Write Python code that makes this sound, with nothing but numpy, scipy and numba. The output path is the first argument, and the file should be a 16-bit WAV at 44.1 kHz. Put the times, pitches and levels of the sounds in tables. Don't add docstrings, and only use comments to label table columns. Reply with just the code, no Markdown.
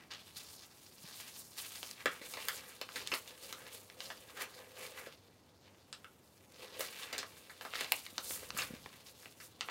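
import sys
import numpy as np
from scipy import signal
from scipy.fft import rfft, irfft, next_fast_len
from scipy.io import wavfile
from scipy.ndimage import uniform_filter1d
from numba import njit

SR = 44100
rng = np.random.default_rng(int(sys.argv[2]) if len(sys.argv) > 2 else 0)


def wrap_up_sound(samples):
    columns = np.atleast_2d(samples).T
    tamed = np.clip(columns, -1, 1)
    steps = np.round(tamed * 32767).astype(np.int16)
    wavfile.write(sys.argv[1], SR, steps)


N = 427769


def undb(db):
    return 10 ** (np.asarray(db) / 20)


def level(x, db):
    return x * undb(db) / np.sqrt(np.mean(x ** 2))


def colour(x, points):
    hz, db = np.transpose(points)
    size = next_fast_len(len(x))
    f = np.fft.rfftfreq(size, 1 / SR) + 1
    gain = undb(np.interp(np.log(f), np.log(hz), db))
    return irfft(rfft(x, size) * gain, size)[:len(x)]


def ring(x, hz, width_hz):
    b, a = signal.iirpeak(min(hz, .45 * SR), hz / width_hz, SR)
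    return signal.lfilter(b, a, x)


@njit
def sweep(x, hz, sharpness):
    y, band, low = np.empty(len(x)), 0., 0.
    for i in range(len(x)):
        g = np.tan(np.pi * hz[i] / SR)
        v = (band + g * (x[i] - low)) / (1 + g * (g + 1 / sharpness))
        band, low, y[i] = 2 * v - band, low + 2 * g * v, v / sharpness
    return y


def walk(rate):
    hold = int(SR / rate)
    steps = np.repeat(rng.standard_normal(N // hold + 1), hold)
    return np.sqrt(1.5) * uniform_filter1d(steps, hold)[:N]


def curve(table):
    s, *columns = np.transpose(table)
    return [np.interp(np.arange(N) / SR, s, c) for c in columns]


def add(out, s, x):
    i = int(s * SR)
    out[i:i + len(x)] += x[:N - i]


# frequency in Hz, relative density in dB per Hz.
AIR = [(15, -49), (28, -27), (80, 1.5), (149, 1.5), (229, 4), (863, 1), (3080, -11), (6050, -5),
       (13200, -18), (16000, -32)]
AIR_DB = -65.5
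# centre in Hz, width of each of two filter passes in Hz, level in dB rms.
HUM = [(99.3, 4.4, -77.5), (13400, 30, -86)]


def air():
    white = np.zeros(N)
    for hz in 30 * 2. ** np.arange(10):
        octave = ring(rng.standard_normal(N), hz, 0.94 * hz) / np.sqrt(hz)
        white += undb(0.94 * walk(6)) * octave
    tones = np.zeros(N)
    for hz, width_hz, db in HUM:
        narrow = ring(ring(rng.standard_normal(N), hz, width_hz), hz, width_hz)
        tones += level(narrow, db)
    return level(colour(white, AIR), AIR_DB) + tones


# peak in seconds, half length in seconds, centre in Hz,
# level in dB rms before the swell.
HAND = (8.6, .3, 90, -60)


def phone_hand():
    s, length, hz, db = HAND
    swell = np.exp(-((np.arange(N) / SR - s) / length) ** 2)
    return swell * level(ring(rng.standard_normal(N), hz, .8 * hz), db)


# delay in seconds, peak in dB re a tail of unit energy.
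ECHOES = [(.0017, -10), (0.0122, -16), (0.0206, -19)]
# frequency in Hz, time to fall 60 dB in seconds.
ROOM_T60 = [(200, 0.19), (1400, 0.16), (4000, 0.19), (10000, 0.11)]


def room():
    t = np.arange(SR // 2) / SR
    hz, t60 = np.transpose(ROOM_T60)
    tail = np.zeros(len(t))
    for f in 125 * 2. ** np.arange(8):
        decay = 1000. ** (-t / np.interp(np.log(f), np.log(hz), t60))
        tail += ring(rng.standard_normal(len(t)), f, f) / np.sqrt(f) * decay
    tail *= (1 - np.exp(-t / 0.00038)) * (1 + 0.2 * np.exp(-t / 0.079))
    out = tail / np.sqrt(np.sum(tail ** 2))
    for s, db in ECHOES:
        out[int(s * SR)] += undb(db)
    return out


# centre in Hz, width in Hz (each of two passes is twice as wide),
# gain in dB.
POCKET = [(535, 95, 0), (800, 350, -12)]


def pocket(x):
    return sum(undb(db) * ring(ring(x, hz, 2 * w), hz, 2 * w) for hz, w, db in POCKET)


# start in seconds, peak in dB, pitch in Hz.
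THUMPS = [(1.04, -47, 170), (1.085, -50, 930), (1.83, -45, 420), (2.058, -27, 552), (2.214, -46, 334),
          (2.374, -39.5, 549), (2.814, -39, 550), (3.13, -35.5, 380), (5.07, -40.5, 468), (6.795, -38, 520),
          (6.806, -31, 511), (7.15, -42, 450), (8.125, -48.5, 260), (8.185, -43, 330), (8.305, -41, 400),
          (8.43, -43.5, 423), (8.545, -45, 200), (8.704, -38, 235), (8.734, -37, 229)]


def thumps():
    out, t = np.zeros(N), np.arange(SR // 8) / SR
    for s, peak_db, hz in THUMPS:
        push = np.sin(2 * np.pi * hz * t) * (t < .5 / hz)
        push += .4 * rng.standard_normal(len(t)) * np.exp(-t / .02)
        boards = ring(ring(push, hz, .6 * hz), hz, 0.76 * hz)
        knock = boards + 1.27 * pocket(push)
        add(out, s, undb(peak_db) * knock / np.abs(knock).max())
    return out


# start in seconds, peak of the panel ring in dB, panel pitch in Hz,
# crack in dB re that peak, share sent to the room in dB re the direct sound.
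SNAPS = [(0.117, -33, 2900, -45, -1), (0.137, -31, 3000, -35, -8), (0.488, -40, 4800, -35, -8),
         (0.622, -41, 4800, -31, -0.5), (1.754, -33, 3140, -21, -18), (1.83, -23, 3260, -25, -7.5),
         (1.912, -27.5, 4930, -33, -18), (2.058, -17, 1500, -24, 1), (2.216, -39, 2110, -30, 3.5),
         (2.338, -27.5, 2510, -23, -1), (2.371, -32.5, 2070, -22, 3.5), (2.453, -52, 2790, 7, -10),
         (2.485, -16, 3400, -15, -1), (2.814, -24, 2800, -20, 0), (2.89, -33, 1430, -34, -8),
         (2.959, -29, 2200, -27, 5), (3.074, -19.5, 3870, -26, -10), (3.117, -26, 2430, -32, 8),
         (3.139, -20, 2500, -34, -1), (3.277, -32, 3330, -33, -10), (3.527, -22.5, 3400, -22, -2.5),
         (3.667, -36, 2600, -30, -5), (3.9, -38, 2400, -30, -8), (4.005, -25, 3220, -36, -5),
         (4.103, -30, 1850, -30, -0.5), (4.374, -35, 1540, -18, -3), (4.422, -33, 1380, -9, -3),
         (4.852, -35, 2600, -22, -5), (5.073, -41.5, 1940, -23, 2), (5.928, -27.5, 3700, -45, 0),
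         (6.045, -38, 1510, -26, -4), (6.795, -32, 3600, -8, -5), (6.808, -21, 3000, -16, -3),
         (6.887, -34, 1800, -32, -6), (7.128, -27, 3000, -20, 7), (7.181, -20.5, 4730, -19.5, -2),
         (7.188, -23.5, 4700, -27, 4), (7.23, -32.5, 1220, -23, -4.5), (7.497, -40.5, 2140, -32, 3.5),
         (7.611, -31, 1700, -25, -3), (7.651, -32, 1610, -23, 1), (7.737, -25, 1380, -49, -26),
         (7.755, -25, 1800, -43, -21), (7.81, -32, 1000, -9, -2.5), (7.845, -27, 2200, -29, -2),
         (7.921, -9.5, 3000, -13, -8), (8.053, -37, 3400, -20, -12), (8.065, -30, 2200, -40, -8),
         (8.181, -17.5, 2730, -32, -7), (8.309, -27, 1700, -25, -8.5), (8.505, -23, 2600, -35, -12.5),
         (8.568, -33.5, 1160, -27, 1), (8.575, -36, 2960, -1, 3), (8.587, -22.5, 3360, -37, 5),
         (8.62, -22, 2620, -42, -1), (8.861, -32, 1000, -34, -13), (9.258, -35, 1480, -28, -7.5),
         (9.402, -38.5, 2900, -23, 4), (9.609, -19.5, 2900, -36, -3.5), (9.687, -26, 1200, -39, -6)]
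# multiple of panel pitch (before random detuning),
# width as a share of panel pitch, gain in dB.
FOLD_MODES = [(.5, .25, -8), (1, .45, 0), (1.5, .4, -7), (1.9, .5, -7)]
FOLD_POCKET_DB = -42.5


def snaps():
    out, t = np.zeros((2, N)), np.arange(SR // 16) / SR
    treble = signal.butter(2, 5000, "high", fs=SR, output="sos")
    for s, peak_db, hz, crack_db, room_db in SNAPS:
        burst = rng.standard_normal(len(t)) * (.25 * np.exp(-t / .0012) + .04 * np.exp(-t / .004))
        burst[0] = 2
        panel = np.zeros(len(t))
        for ratio, share, db in FOLD_MODES:
            mode_hz = ratio * hz * (1 + .06 * rng.standard_normal())
            panel += undb(db) * ring(burst, mode_hz, share * hz)
        damping = signal.butter(2, min(2.39 * hz, 9000), fs=SR, output="sos")
        panel = signal.sosfilt(damping, panel)
        short = slice(SR // 250)
        crack, hollow = signal.sosfilt(treble, burst), pocket(burst)
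        fold = panel / np.abs(panel).max()
        fold += undb(crack_db) * crack / crack[short].std()
        fold += undb(FOLD_POCKET_DB) * hollow / hollow[short].std()
        add(out[0], s, undb(peak_db) * fold)
        add(out[1], s, undb(peak_db + room_db) * fold)
    return out


def creases(rate, spread_db):
    chance = rng.random((N, 2)).T
    strength_db = np.minimum(-spread_db * np.log(1 - chance[1]), 12)
    size = undb(strength_db + 2.2 * walk(70))
    return (chance[0] < rate / SR) * size * rng.standard_normal(N)


# peak in seconds, creasing's rise in seconds per 10 dB,
# its fall in seconds per 10 dB, creasing in dB, panel band in Hz, fur sliding in dB.
STROKES = [(0.0, .01, .045, -58, 2460, -77), (.11, .004, .07, -45, 3100, -64),
           (.27, .05, .06, -64, 3400, -62), (.37, .01, .07, -48, 3400, -50),
           (.55, .15, .04, -56, 4000, -56), (.63, .03, .04, -57, 4100, -65),
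           (1.09, .07, .08, -56, 3300, -58), (1.21, .12, .05, -50, 3300, -51),
           (1.29, .04, .05, -58, 3600, -55), (1.39, .1, .09, -54, 4800, -53),
           (1.59, .025, .14, -48, 3900, -46), (1.76, .08, .15, -52, 4200, -49),
           (1.91, .15, .03, -56, 4200, -55), (2.01, .04, .03, -54, 2700, -62),
           (2.13, .055, .08, -53, 1700, -56), (2.25, .05, .08, -54, 3100, -56),
           (2.31, .06, .08, -62, 4270, -50), (2.43, .08, .15, -51, 3000, -56),
           (2.55, .15, .07, -52, 2550, -50), (2.69, .05, .06, -55, 2400, -57),
           (2.97, .05, .05, -52, 3000, -50), (3.02, .06, .02, -45, 2900, -55),
           (3.08, .03, .025, -54, 3100, -60), (3.145, .03, .05, -51, 2600, -43),
           (3.29, .04, .05, -56, 2680, -58), (3.45, .08, .12, -53, 3400, -52),
           (3.59, .15, .05, -58, 3000, -60), (3.68, .035, .035, -54, 2700, -60),
           (3.73, .02, .09, -54, 3400, -52), (4.04, .03, .065, -48, 3600, -51),
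           (4.3, .2, .1, -63, 2300, -66), (4.42, .04, .035, -44, 2120, -48),
           (4.58, .12, .08, -57, 2600, -62), (4.78, .02, .1, -52, 2970, -57),
           (4.85, .05, .055, -48, 3130, -49), (5.0, .05, .08, -48, 2710, -54),
           (5.68, .05, .05, -66, 2600, -80), (6.63, .05, .036, -50, 2980, -58),
           (6.75, .03, .07, -54, 2700, -65), (6.81, .02, .06, -46, 2200, -43),
           (7.04, .2, .07, -48, 2700, -53), (7.15, .06, .12, -50, 2560, -68),
           (7.39, .04, .04, -64, 3300, -58), (7.75, .02, .08, -43, 2570, -53),
           (7.81, .03, .05, -42, 2350, -49), (7.62, .01, .08, -57, 2500, -55),
           (7.98, .1, .07, -52, 3700, -49), (8.06, .03, .1, -66, 2600, -58),
           (8.32, .09, .08, -49, 3700, -41), (8.42, .03, .07, -53, 3700, -51),
           (8.59, .035, .09, -44, 2900, -45), (8.97, .3, .1, -62, 3300, -66),
           (9.07, .015, .06, -58, 3600, -60), (9.2, .04, .14, -64, 4000, -59),
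           (9.44, .04, .035, -59, 3700, -52), (9.65, .04, .1, -58, 2700, -60),
           (9.7, .03, .05, -52, 1700, -66)]
# time in seconds, creasing in dB, fur sliding in dB.
SETTLE = [(0, -76, -78), (.2, -65, -67), (1.1, -66, -64), (1.5, -66, -63), (1.95, -66, -67),
          (2.6, -65, -64), (3.3, -66, -67), (4.6, -66, -65), (5.05, -66, -70), (5.3, -73, -80),
          (5.8, -73, -77), (6.0, -72, -72), (6.5, -75, -71), (7.4, -65, -66), (7.7, -60, -64),
          (8, -64, -65), (9.7, -69, -72)]
SETTLE_HZ = 3300
FUR_STEEP = 1.2


def strokes():
    t = np.arange(0, N + 64, 64) / SR
    s, *columns = np.transpose(SETTLE)
    body, fur = (undb(2 * np.interp(t, s, db)) for db in columns)
    band = body * SETTLE_HZ
    for s, rise_s, fall_s, body_db, hz, fur_db in STROKES:
        drop_db = 10 * np.where(t < s, (s - t) / rise_s, (t - s) / fall_s)
        power = undb(2 * (body_db - drop_db))
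        body, band = body + power, band + hz * power
        fur = fur + undb(2 * (fur_db - FUR_STEEP * drop_db))
    outlines = np.sqrt(body), band / body, np.sqrt(fur)
    return [np.interp(np.arange(N) / SR, t, c) for c in outlines]


# frequency in Hz, relative gain in dB.
SHEET = [(500, 1), (900, 7.5), (1500, 4), (3000, 1), (5000, 2), (7000, -3.5), (10000, -17)]
# frequency in Hz, relative gain in dB.
SHEEN = [(3500, -20), (6000, 2.5), (9000, 5.5), (13000, 3.5), (16000, 0)]
# time in seconds, level in dB during an ordinary stroke.
HOLLOW = [(0, -76), (1.9, -78), (2.1, -67), (2.9, -64), (3.9, -61), (4.4, -63), (4.65, -59), (5.1, -62),
          (5.25, -70), (6.45, -70), (6.6, -59), (6.85, -59), (7.0, -68), (7.2, -62), (8.05, -74),
          (8.3, -64), (8.6, -63), (8.8, -68), (9.7, -72)]
ORDINARY_DB, POCKET_FOLLOWS = -56, .6
PANELS, PANEL_WANDER_OCT, PANEL_SHARP = 4, 0.4, 2.4


def rustle():
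    creasing, hz, fur = strokes()
    hollow_db, = curve(HOLLOW)
    shared = creases(7000, spread_db=2.5)
    which = rng.integers(PANELS, size=N)
    rings = np.zeros(N)
    for k in range(PANELS):
        panel_hz = np.minimum(hz * 2 ** (PANEL_WANDER_OCT * walk(15)), SR / 4)
        rings += sweep(shared * (which == k), panel_hz, PANEL_SHARP)
    body = level(colour(rings + 0.17 * shared, SHEET) / np.sqrt(hz), 0)
    sheen = level(colour(.5 * shared + creases(12000, spread_db=1.5), SHEEN), 0)
    hollow = level(pocket(creases(2500, spread_db=2.5)), 0)
    pocket_gain = undb(hollow_db) * (creasing / undb(ORDINARY_DB)) ** POCKET_FOLLOWS
    return creasing * body + fur * sheen + pocket_gain * hollow


RUSTLE_ROOM_DB = -12


def scene():
    paper = rustle()
    folds, to_room = snaps()
    walls = signal.fftconvolve(undb(RUSTLE_ROOM_DB) * paper + to_room, room())[:N]
    return (paper + folds + walls + thumps() + phone_hand() + air())[None]


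TOP_HZ = 15800


def record(dry):
    dry = signal.sosfilt(signal.butter(2, 50, "high", fs=SR, output="sos"), dry)
    return signal.sosfilt(signal.ellip(10, .2, 60, TOP_HZ, fs=SR, output="sos"), dry)


dry = scene()
out = record(dry)
wrap_up_sound(out)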